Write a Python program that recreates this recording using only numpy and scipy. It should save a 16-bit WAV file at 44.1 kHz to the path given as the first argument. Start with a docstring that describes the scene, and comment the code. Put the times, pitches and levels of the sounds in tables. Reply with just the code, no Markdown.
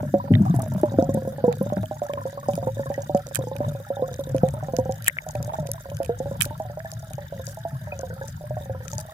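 """Air bubbles in a fish tank

Heard under water through a sealed two-port camera housing. Large bubbles break off an outlet as short two-note
rings; the air cloud is noise on low resonances, with surges as low rings; small bubbles are random faint rings.
Noise bursts shake the housing modes for ticks, fin brushes and fizz; taps are brief rings.
Band noise gives a flickering hiss and a thin electronic whine beneath.
"""
import sys
import numpy as np
from scipy import signal
from scipy.io import wavfile
from scipy.ndimage import uniform_filter1d

SR = 44100
rng = np.random.default_rng(int(sys.argv[2]) if len(sys.argv) > 2 else 0)


def gain_from_decibels(decibels):
    """Convert decibel values to linear amplitude factors."""
    exponent = np.asarray(decibels, float) / 20
    return 10 ** exponent


def transcribe(signal):
    """Save signal, clipped to [-1, 1], as a 16-bit WAV file at the path in sys.argv[1]."""
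    frames = np.atleast_2d(signal).T
    limited = np.clip(frames, -1, 1)
    pcm = np.round(limited * 32767).astype(np.int16)
    wavfile.write(sys.argv[1], SR, pcm)


N = 402630
T_S = np.arange(N) / SR

# Hiss spectrum. Each row: frequency in Hz, relative level in dB.
HISS_SPECTRUM = [(530, -29), (900, 15), (1130, -96), (1460, 8), (1780, 3), (2200, -16.5), (2760, 0),
                 (3690, -14.5), (4220, -0.5), (4830, -10.5), (6700, -20.5), (9200, -16), (12000, -13),
                 (13400, -14.5), (14800, -31), (16500, -89)]
# Gaps in the background spectrum. Each row: frequency in Hz, width in Hz.
GAP_BANDS = [(2700, 700), (4280, 600)]
# Churning. Each row: time in seconds, gurgle in dB, small bubbles in dB (both relative).
CHURN_LEVELS = [(0.0, -21.5, -36.5), (0.1, -28, -47), (0.15, -27.5, -43), (0.29, -31.5, -43),
                (0.328, -9.5, -46), (0.66, -26.5, -36.5), (1.14, -23, -48.5), (1.35, -34, -44),
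                (1.45, -29, -40.5), (1.83, -25.5, -38.5), (1.98, -37.5, -47), (2.18, -32, -43),
                (2.34, -39.5, -47), (2.54, -28.5, -42), (3.05, -33, -46.5), (3.15, -27, -49),
                (3.31, -36, -41.5), (3.41, -25, -34), (3.51, -33, -45), (3.68, -25, -35), (3.84, -39, -56),
                (4.42, -25.5, -39), (4.93, -31.5, -54), (5.21, -44, -51.5), (5.42, -27, -46),
                (5.54, -37, -33.5), (5.59, -31, -55), (5.8, -38, -49.5), (6.43, -26.5, -45.5),
                (6.69, -38, -53.5), (8.95, -37, -51), (9.13, -51, -48)]
# Air cloud resonances. Each row: frequency in Hz, width in Hz, relative level in dB.
CLOUD_MODES = [(76.5, 65, 6.5), (110.6, 31.6, 5), (128.5, 19.4, -1.5), (143.8, 25.2, 0), (210, 330, -0.5)]
# Lower housing modes. Each row: frequency in Hz, width in Hz, relative level in dB.
SHELL_LOW_MODES = [(1800, 630, 2), (2400, 470, 3), (2960, 390, 1), (3706, 300, -4)]
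# Upper housing modes. Each row: frequency in Hz, width in Hz, relative level in dB.
SHELL_HIGH_MODES = [(4940, 190, -15), (6760, 2150, -3), (8600, 2700, -7.5), (9900, 4000, 0),
                    (11350, 2100, -4), (13000, 2300, -6)]
# Large bubbles pinching off. Each row: time in seconds, relative level in dB, pitch in Hz,
# upper note in Hz, relative level of the upper note against the pitch in dB.
LARGE_BUBBLES = [(0.03, -23, 606, 755, -18), (0.14, -6, 558, 703, -5), (0.241, -26.5, 542, 786.0, -9),
                 (0.313, -23.5, 576, 785, -4), (0.356, -36, 620, 740, -11), (0.541, -22.5, 705, 980, -7),
                 (0.589, -21.5, 660, 757, 2), (0.629, -30, 640, 930, 0), (0.718, -28.5, 620, 924, 0),
                 (0.749, -34, 607, 820, -14.0), (0.833, -7, 614, 840, -10), (0.918, -25, 540, 686, -17),
                 (0.94, -22, 586, 782, -1), (0.986, -6.5, 524, 632, -1), (1.024, -13.5, 544, 727, 0.5),
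                 (1.091, -14.5, 538, 670, -9), (1.146, -15.5, 563, 724.0, -12),
                 (1.172, -16, 539, 723, -9.5), (1.221, -25, 512, 656, -12), (1.25, -22.5, 543, 680, -12),
                 (1.274, -16, 521, 662, -12), (1.382, -23, 568, 835, -3), (1.44, -5.5, 506, 640, -6.5),
                 (1.479, -7, 476.6, 840, -11.5), (1.611, -13.5, 510, 780, -18),
                 (1.662, -20.5, 580, 804, -18), (1.722, -14.5, 590, 764, -11), (1.771, -20.5, 598, 770, -6),
                 (1.832, -29, 635, 785, -13.5), (1.911, -19.5, 615, 793, 1), (2.018, -15, 590, 715, -1.5),
                 (2.095, -18, 567, 660, -20), (2.134, -18.5, 574, 800, -27), (2.173, -24, 571, 716, -24),
                 (2.254, -15.5, 523, 686, -12), (2.328, -27.5, 562, 730, -15), (2.374, -23.5, 555, 760, -8),
                 (2.485, -9.5, 570, 769, -4), (2.577, -19.5, 565, 660, 0.5), (2.626, -23, 547, 690, 1.5),
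                 (2.67, -12.5, 517, 763, -33), (2.769, -22.5, 550, 680, -28), (2.794, -15.5, 559, 880, -14),
                 (2.858, -25.5, 528, 640, -8), (2.901, -15, 565, 790, -7), (2.978, -15.5, 550, 764, -12.5),
                 (3.095, -17, 593, 760, -1), (3.147, -6.5, 566, 727, -3), (3.355, -38, 541, 710, -18),
                 (3.389, -18.5, 542, 690, -9.5), (3.47, -23.5, 490, 850, -1), (3.514, -20, 527, 867, -3),
                 (3.554, -27, 548, 855, -5), (3.604, -14.5, 580, 750, -7.5), (3.681, -24.5, 590, 710, -18),
                 (3.712, -37, 576, 724.0, -15), (3.75, -24, 558, 740, -8), (3.8, -29, 530, 790, -11),
                 (3.866, -41, 612, 815, 10), (3.903, -13.5, 548, 680, -9), (3.968, -23, 553, 806, 2.5),
                 (3.994, -19.5, 563, 780, -6), (4.022, -10, 507, 700, -10.5), (4.082, -25.5, 538, 713, -2),
                 (4.113, -28.5, 498, 680, -4.0), (4.191, -17.5, 558, 770, -40),
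                 (4.271, -26, 527, 690, -24.5), (4.296, -39, 527, 764.0, -28.0),
                 (4.346, -11, 533, 640, -9.5), (4.433, -6.5, 512, 688, -4.5), (4.538, -25, 563, 927, -4),
                 (4.568, -30, 621, 870, -1), (4.627, -29, 614, 746, 7), (4.684, -22, 555, 787, 0),
                 (4.735, -16.5, 514, 658, -1), (4.786, -8.5, 516, 703, -9.5), (4.856, -20, 520, 780, -4.5),
                 (4.893, -14, 523, 759, -2.5), (5.265, -25.5, 628, 727, 0.5), (5.351, -18.5, 600, 780, -3),
                 (5.402, -28, 566, 720, -2), (5.478, -25.5, 592, 760, -4), (5.535, -28, 640, 754, 6.5),
                 (5.585, -18.5, 636, 884, -7), (5.626, -28.5, 590, 690, -4), (5.654, -27.5, 578, 690, -1),
                 (5.689, -23, 526, 654.0, -20), (5.743, -32.5, 684, 853.0, -31),
                 (5.856, -30.5, 550, 710, -2), (5.887, -33, 550, 690, -16), (5.916, -25, 574, 710, -12),
                 (6.002, -15, 566, 667, -1.5), (6.093, -11, 466, 675, -5.5), (6.202, -17, 512, 700, -7.5),
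                 (6.257, -22.5, 562, 800, -3), (6.312, -20, 546, 830, -45), (6.46, -26.5, 566, 830, -6),
                 (6.507, -28.5, 598, 912, 7.5), (6.6, -18.5, 654, 811, -0.5), (6.652, -32, 600, 746, 7.5),
                 (6.698, -28, 574, 670, -1), (6.772, -22.5, 595, 785, -8), (6.799, -34.5, 643, 790, -7),
                 (6.848, -25.5, 650, 785, -3), (6.925, -33, 633, 795, -4), (7.028, -32.5, 653, 840, -1.5),
                 (7.107, -34, 630, 750, 2.5), (7.181, -23, 576, 827, -3.5), (7.324, -24.5, 568, 646, -1.5),
                 (7.362, -32, 558, 676.0, -18), (7.395, -26.5, 519, 670, -6.5), (7.476, -33, 540, 690, -6),
                 (7.572, -28.5, 640, 850, 1.5), (7.651, -17, 674, 813, -6), (7.718, -37, 650, 870, 3),
                 (7.748, -36.5, 640, 800, -15), (7.813, -37.5, 634, 890, -17), (7.872, -28, 602, 820, -5),
                 (7.923, -24, 589, 740, -2), (7.955, -34.5, 554, 660, -17), (7.993, -25.5, 543, 637, -4.5),
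                 (8.032, -21.0, 534, 723, -3), (8.101, -29.5, 495, 610, -5), (8.126, -30, 507, 650, -10.5),
                 (8.164, -35, 540, 780, -1), (8.212, -23.5, 528, 814, -6.5), (8.24, -30, 551, 890, 1),
                 (8.409, -30, 605, 760, -4), (8.439, -28, 594, 720, -14), (8.507, -19, 603, 710, -12),
                 (8.568, -23.5, 622, 734, 2.5), (8.609, -30.5, 582, 690, -11), (8.657, -33, 545, 784, -2),
                 (8.696, -19.5, 534, 736, -7), (8.747, -28, 525, 716, -6), (8.804, -33, 522.0, 790, -9),
                 (8.826, -37, 515, 780, -18.5), (8.93, -31, 576, 890, 5.5), (8.983, -27, 606, 857, 1),
                 (9.035, -48, 650, 794, -3.5), (9.086, -31.5, 632, 810, -1)]
# Surges of the air cloud. Each row: time in seconds, relative level in dB, pitch in Hz.
SURGES = [(0.14, -17, 210), (0.31, -7, 256), (0.312, -6.5, 153), (0.407, -6.5, 198.4), (0.501, -8, 180),
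          (0.563, -9.5, 126), (0.754, -15, 193.6), (0.98, -27, 214), (1.087, -24, 196), (1.144, -16.5, 210),
          (1.484, -23.5, 178), (1.61, -18, 199), (1.772, -14.5, 198), (2.539, -20, 174), (3.383, -19, 135),
          (3.677, -16.5, 159.5), (4.349, -17, 138), (4.433, -13.5, 150), (4.794, -18, 119),
          (5.358, -21.5, 122), (5.402, -20, 146), (5.6, -18.5, 158.5), (6.26, -23, 132), (6.398, -19, 150),
          (7.141, -25, 138), (7.731, -19.5, 141), (8.121, -28, 125), (8.502, -25, 129), (8.704, -22, 109)]
# Short single rings of mixed pitch. Each row: time in seconds, relative level in dB, pitch in Hz.
SHORT_RINGS = [(0.199, -12, 973), (0.42, -20, 686), (0.462, -8.5, 756), (2.43, -22, 1110),
               (2.78, -26, 1710), (2.795, -30, 1440), (2.83, -24.5, 1800), (2.866, -28, 1640),
               (8.03, -33, 1550), (8.106, -22.5, 1490), (8.13, -31, 1510), (2.0993, -16.5, 1060),
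               (2.175, -12.5, 1027), (2.2144, -19, 1004), (2.376, -19, 1085), (2.864, -19, 1050),
               (2.942, -20, 1900), (4.039, -20, 1060), (6.855, -20, 1720), (7.751, -28, 1050),
               (7.919, -17, 2484), (8.213, -25, 1490), (8.216, -21, 1650)]
# Dull taps on the housing. Each row: time in seconds, relative level in dB, pitch in Hz, left minus right in dB.
DULL_TAPS = [(0.337, -26, 1940, -8), (0.337, -34, 3070, -17), (0.3509, -26.5, 1920, -12.5),
             (0.3517, -25.5, 3620, 0), (1.767, -36.5, 1550, -21), (3.364, -28.5, 1630, -15),
             (5.0721, -24, 2540, 17), (5.0806, -12.5, 1830, 12.5), (5.086, -18, 1840, 8),
             (5.096, -25, 2070, 13), (5.168, -27.5, 1660, -1), (5.185, -18, 2180, 10.5),
             (6.444, -26, 1440, -4), (6.802, -34, 1690, -14)]
# Fins brushing the housing. Each row: start in seconds, length in seconds, relative crackle level in dB.
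FIN_BRUSHES = [(.45, 0.38, -43.5), (1.23, 0.079, -53), (3.34, 0.031, -40), (5.055, 0.028, -41.5),
               (6.424, 0.035, -36.5), (7.44, 0.11, -44.5), (8.87, 0.14, -47.5)]
# Sharp ticks on the housing. Each row: time in seconds, relative level in dB, relative low ring in dB,
# left minus right in dB.
SHARP_TICKS = [(1.0233, -23, -54.5, 6), (1.857, -37, -41.5, -5), (2.534, -44, -37.5, -5),
               (2.9403, -29.5, -48, -17), (3.5641, -33, -44, -25), (4.141, -25, -45, -1),
               (4.364, -38, -41, -12), (4.3812, -33.5, -43, -11), (5.3532, -35.5, -42, 15),
               (5.8993, -39, -41.5, -2), (5.9684, -26.5, -42, 5), (6.0306, -27, -46, -18),
               (6.047, -37, -40, -10), (6.0602, -35, -40.5, -10), (2.066, -28, -68, 3),
               (3.148, -28.5, -63, 18), (5.0222, -21, -44.5, 1), (5.0435, -29.5, -39, -2),
               (6.916, -19, -45, 0), (1.526, -43, -38.5, -16), (2.135, -40, -37.5, -2),
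               (2.554, -22.5, -41, -2), (3.174, -26.5, -44, -4), (3.2682, -22.5, -46.5, -5),
               (3.3476, -36.5, -33, -16), (3.3547, -27, -48, -13), (3.356, -33, -32, -13.5),
               (3.3591, -42, -36, -13), (3.37, -40, -38, -18), (4.114, -39, -45, -7),
               (4.4862, -39, -41, 16), (4.7655, -23, -43.5, -19), (4.922, -22, -45.5, -3),
               (5.0546, -47, -39, 9), (5.063, -49, -31, -5), (5.0767, -41.5, -33.5, -18),
               (5.0808, -35, -24.5, -10), (5.2876, -20, -48, 9), (5.4268, -17.5, -46.5, 4.5),
               (5.6704, -21.5, -45.5, -5), (5.7154, -14.5, -42, -1), (6.4063, -43.5, -30, 20),
               (6.4109, -51, -29, -35), (6.43, -38, -31.5, -1), (6.434, -22, -46, 7),
               (6.4494, -38, -44, -13), (6.453, -34, -36, 8), (6.4203, -43.5, -29.5, -33.5),
               (7.1335, -24, -44, 6), (7.467, -18, -51, 9), (7.991, -17, -56, 8.5), (8.2805, -24, -69, 10),
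               (8.88, -29, -52, 31), (8.916, -21, -63.5, 8), (8.932, -17, -51, 0), (8.9808, -12, -54, 11),
               (8.991, -19, -45, 3)]

SHELL_MODES = [*SHELL_LOW_MODES, *SHELL_HIGH_MODES]
KNOCK_S, _, KNOCK_HZ, KNOCK_UPPER_HZ, _ = np.transpose(LARGE_BUBBLES)


def level(x, db):
    """Scale to an rms level."""
    return x * gain_from_decibels(db) / np.sqrt(np.mean(x ** 2))


def band(x, hz, width_hz):
    """Resonance with gain 1 at the centre."""
    return signal.lfilter(*signal.iirpeak(min(hz, .45 * SR), hz / width_hz, fs=SR), x)


def double_band(x, hz, width_hz):
    """Two equal resonances in series, for steeper skirts."""
    return band(band(x, hz, width_hz), hz, width_hz)


def butter(x, order, hz, kind="low"):
    """Butterworth filter."""
    return signal.sosfilt(signal.butter(order, hz, kind, fs=SR, output="sos"), x)


def walk(rate_hz):
    """Random levels held 1 / rate_hz and slewed twice; spread near 1."""
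    k = int(SR / rate_hz)
    held = np.repeat(rng.standard_normal(N // k + 1), k)
    return 1.3 * uniform_filter1d(uniform_filter1d(held, k), k)[:N]


def add(out, at_s, hz, db, t60_s, pan_db=0., lead_rad=0., rise_s=.001, glide_per_s=0.):
    """Fading ring, deepest trough at the end of the rise; pitch glides and the right port leads in phase."""
    i = int(max(at_s, 0) * SR)
    t = np.arange(min(int(t60_s * SR), N - i)) / SR
    phase = 2 * np.pi * hz * (t + glide_per_s * t ** 2 / 2)
    rise = np.sin(np.pi / 2 * np.minimum(t / rise_s, 1)) ** 2
    shape = -rise * 1000 ** (-t / t60_s)
    for side, sign in enumerate((1, -1)):
        wave = np.cos(phase - 2 * np.pi * hz * rise_s - sign * lead_rad / 2)
        out[side, i:i + len(t)] += gain_from_decibels(db + sign * pan_db / 2) * shape * wave


def bubbles(count, low_hz, high_hz, cycles, spread_db, lead_rad):
    """Small bubbles at random times and pitches, each bending in pitch as it fades."""
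    out = np.zeros((2, N))
    for when, pitch, loud, turn in rng.random((count, 4)):
        i = int(when * (N - 1))
        hz = low_hz[i] * (high_hz[i] / low_hz[i]) ** pitch
        add(out, i / SR, hz, spread_db * loud, cycles / hz, pan_db=-3.0, lead_rad=lead_rad * (.5 + turn),
            rise_s=0.21 / hz, glide_per_s=turn - .3)
    return level(out, 0)


def strike(modes, at_s, db, pan_db, burst_s, mix_db, bright_db=0.):
    """Short noise bursts shake the housing modes; each blow has its own mix and its own lag between ports."""
    out = np.zeros((2, N))
    k = np.arange(400)
    chance = rng.standard_normal((len(at_s), len(modes) + 1))
    fade = np.exp(-k / SR / burst_s) * np.cos(np.pi / 2 * k / len(k))
    bursts = rng.standard_normal((len(at_s), len(k))) * fade
    bursts /= np.sqrt(np.sum(bursts ** 2, axis=1, keepdims=True) / (SR * burst_s))
    start = np.clip((at_s * SR).astype(int), 50, N - 500)[:, None] + k
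    lag = np.clip(14 + 12 * chance[:, -1:], -40, 40).astype(int)  # samples by which the left port trails
    for (hz, width_hz, mode_db), c in zip(modes, chance.T):
        drive = np.zeros((2, N))
        size_db = db + mode_db + mix_db * c + (hz > 7500) * bright_db
        np.add.at(drive[0], start + lag, gain_from_decibels(size_db + pan_db / 2)[:, None] * bursts)
        np.add.at(drive[1], start, gain_from_decibels(size_db - pan_db / 2)[:, None] * bursts)
        out += band(band(drive, hz, width_hz), hz, 2 * width_hz) * np.sqrt(SR / width_hz)
    return out


def cut_gaps(x):
    """Cuts two bands from hiss and fizz."""
    for hz, width_hz in GAP_BANDS:
        x = x - band(x, hz, width_hz)
    return x


def hiss():
    """Faint pump hiss: noise bands that flicker in level, with separate noise at the two ports."""
    log_hz, spectrum_db = np.log(np.transpose(HISS_SPECTRUM)[0]), np.transpose(HISS_SPECTRUM)[1]
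    out = 0
    for hz in 950 * 2 ** np.arange(0, 4.2, 1 / 5):
        db = np.interp(np.log(hz), log_hz, spectrum_db) + 4 * walk(18) + 1.2 * walk(2.4)
        out = out + gain_from_decibels(db) * double_band(rng.standard_normal((2, N)), hz, hz / 6)
    return level(cut_gaps(out), -56.37)


def whine():
    """Thin high electronic whine: noise through a narrow resonance."""
    noise = rng.standard_normal((2, N))
    return level(double_band(noise, hz=14565, width_hz=130), -62) * gain_from_decibels(np.array([[2.5], [-2.5]]))


def gurgle(gurgle_db):
    """The cloud of rising air breathes on broad low resonances, jolted by every large bubble that breaks off."""
    s = np.append(-1, KNOCK_S)
    since_s = T_S - s[np.searchsorted(s, T_S) - 1]
    noise = rng.standard_normal(N) * gain_from_decibels(2.0 * walk(30) + 3 * np.exp(-since_s / 0.049))
    tilt_db_per_octave = 13 - 2.5 * T_S  # darkens with time
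    hum = 0
    for hz, width_hz, db in CLOUD_MODES:
        mode = level(band(band(noise, hz, width_hz), hz, 1.02 * width_hz), 0)
        hum = hum + gain_from_decibels(db + tilt_db_per_octave * np.log2(hz / 130) + 1.1 * walk(12)) * mode
    # the cloud is too large to ring high and too small to ring very low
    hum = butter(hum, 4, [80, 225], "band")
    return butter(level(hum, -1.7) * gain_from_decibels(gurgle_db + np.array([[.7], [-.7]])), 3, 70, "high")


def rumble(gurgle_db):
    """Very low resonant noise that follows the gurgle and swells with time."""
    swell_db = 0.42 * walk(2.7) + 1.4 * T_S + 0.9 * gurgle_db
    return level(band(rng.standard_normal(N), hz=49, width_hz=15) * gain_from_decibels(swell_db), -52)


def patter(small_db):
    """Small bubbles around the drifting knock pitch and above it."""
    hz = np.interp(T_S, KNOCK_S, KNOCK_HZ)
    small = bubbles(400, .97 * hz, 1.03 * hz, cycles=40, spread_db=5.0, lead_rad=0.35)
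    upper = bubbles(400, 1.2 * hz, 1.8 * hz, cycles=34, spread_db=16.5, lead_rad=2.77)
    # the outlet falls quiet while a large bubble swells
    until_s = np.append(KNOCK_S, N / SR + 1)[np.searchsorted(KNOCK_S, T_S)] - T_S
    hush_db = -18 * np.exp(-until_s / 0.013)
    return gain_from_decibels(small_db + hush_db) * (gain_from_decibels(0.5) * small + gain_from_decibels(-0.5) * upper)


def chatter():
    """Steady faint chatter of still higher bubbles."""
    low_hz, high_hz = np.full(N, 1280.), np.full(N, 1900.)
    return level(bubbles(1000, low_hz, high_hz, cycles=66, spread_db=21.0, lead_rad=1.7), -55)


def fizz():
    """Tiny bubbles bursting on the shell, in clusters."""
    u = rng.random((2200, 3)).T
    clock = np.cumsum(gain_from_decibels(3.1 * walk(13)))  # runs unevenly, so bursts cluster
    at_s = np.interp(u[0], clock / clock[-1], T_S)
    out = strike(SHELL_MODES[3:], at_s, 15 * u[1] ** 3, 14 * (u[2] - .5), burst_s=0.074, mix_db=7, bright_db=-7)
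    return level(cut_gaps(out), 0) * gain_from_decibels(-55.87 + 2 * walk(2.96))


def bend_per_s(hz, low, high):
    """Glide of each ring towards the pitch of the next, within limits."""
    return np.clip(np.append(np.diff(np.log(hz)) / np.diff(KNOCK_S), 0), low, high)


def knocks(thud_db):
    """Large bubbles ring on two notes, with weak third and top notes, a thud and a smaller bubble shed after."""
    out = np.zeros((2, N))
    bends = bend_per_s(KNOCK_HZ, -2, 2.5)
    upper_bends = bend_per_s(KNOCK_UPPER_HZ, -1.2, 5)
    chance = rng.standard_normal((len(KNOCK_S), 5))
    for (at, db, hz, upper_hz, upper_db), bend, upper_bend, c in zip(LARGE_BUBBLES, bends, upper_bends, chance):
        rise_s = 0.002405 * gain_from_decibels(-0.1 * (db + 10.5))  # fainter bubbles let go more gently
        at += .0014 - rise_s
        upper_db = db + upper_db - 5
        # the top note sits near one pitch for all knocks
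        add(out, at + 0.00182, 965 * (1 + 0.059 * c[4]), 0.76 * (db + 23) - 38 + 4 * c[1], .07, -2, 1.5, .002, .9)
        add(out, at, hz, db - 2.0, 0.12, -2.5, .55, rise_s, bend + 0.23)
        # the neck snaps back and sheds a smaller bubble
        add(out, at + 0.042 + 0.00213 * c[3], upper_hz * 1.03, upper_db - 15.0, .07, -4.5, .8, .0024, .6)
        add(out, at, upper_hz, upper_db, 0.1, -4.5, .8, rise_s, upper_bend + 0.52)
        # third note
        add(out, at, hz * 0.962 * (1 + 0.213 * abs(c[0])), db - 17.5 + 1.8 * c[1], .05, 1.5, 1.5, .003)
        # thud
        add(out, at, 220 * np.exp(0.16 * c[2]), db + thud_db[max(int(at * SR), 0)], 0.033, 2.5, .1, rise_s)
    # the sealed housing muffles the edge of every knock
    return butter(butter(out, 4, 912), 2, 110, "high")


def surges():
    """Big surges of the air cloud: low rings with falling pitch and two weaker upper notes."""
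    out = np.zeros((2, N))
    for at, db, hz in SURGES:
        at -= .006
        add(out, at, hz, db + 0.039, .17, 1.5, .15, .008, -1.2)
        add(out, at, hz * 2.0, db - 17.5, .04, 1.5, .15, .004, -2.5)
        add(out, at, hz * 1.593, db - 17.5, .1, 1.5, .15, .006)
    return butter(out, 3, 70, "high")


def short_rings():
    """Short single rings of mixed pitch, each climbing in pitch."""
    out = np.zeros((2, N))
    for at, db, hz in SHORT_RINGS:
        add(out, at, hz, db - 8.0, .06, 1.5, 2.2, .003, .8)
    return out


def taps():
    """Dull taps on the housing: very short single rings."""
    out = np.zeros((2, N))
    for at, db, hz, pan_db in DULL_TAPS:
        add(out, at + 0.00084, hz, db + 7.0, .012, pan_db, 2.2, .0008)
    return out


def brushes():
    """Fins brushing the housing: each brush crackles with 24 random blows."""
    start_s, length_s, db = np.repeat(FIN_BRUSHES, 24, axis=0).T
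    u = rng.random((len(db), 3)).T
    return strike(SHELL_MODES[4:], start_s + length_s * u[0], db - 25.0 + 12 * u[1], 12 * u[2] - 8,
                  burst_s=0.0063, mix_db=6.9)


def ticks():
    """Sharp blows on the housing modes; harder blows ring both lower and brighter."""
    s, db, low_db, pan_db = np.transpose(SHARP_TICKS)
    s = s + 0.00061
    bright_db = -3.5 + 2.13 * (low_db + 45.5)
    out = strike(SHELL_HIGH_MODES, s, db - 10.0, pan_db, burst_s=.0005, mix_db=2, bright_db=bright_db)
    # ticks with little low ring come back once, softer and smeared
    little_low = low_db < -40
    out += strike(SHELL_HIGH_MODES, s[little_low] + .019, db[little_low] - 26.5, pan_db[little_low],
                  burst_s=0.0041, mix_db=2, bright_db=-6.5)
    out = butter(out, 2, 11100)
    return out + strike(SHELL_LOW_MODES, s, low_db - 6.0, pan_db, burst_s=0.00084, mix_db=2)


def scene():
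    """All sources as they reach the two ports; the gurgle also sets the weight of the thuds."""
    s, *columns = np.transpose(CHURN_LEVELS)
    gurgle_db, small_db = (np.interp(T_S, s, c) for c in columns)
    thud_db = -2 + 1.62 * (gurgle_db + 29.0)
    background = hiss() + whine() + fizz()
    air = gurgle(gurgle_db) + rumble(gurgle_db) + surges()
    rings = patter(small_db) + chatter() + knocks(thud_db) + short_rings()
    contacts = taps() + brushes() + ticks()
    return background + air + rings + contacts


def low_pass(x):
    """Removes everything above the highest recorded frequency."""
    return signal.sosfilt(signal.butter(12, 16810, fs=SR, output="sos"), x)


def record(dry):
    """Gentle soft limit on the loudest peaks."""
    mix = np.tanh(0.87 * dry) / 0.85
    return low_pass(mix)


dry = scene()
out = record(dry)
transcribe(out)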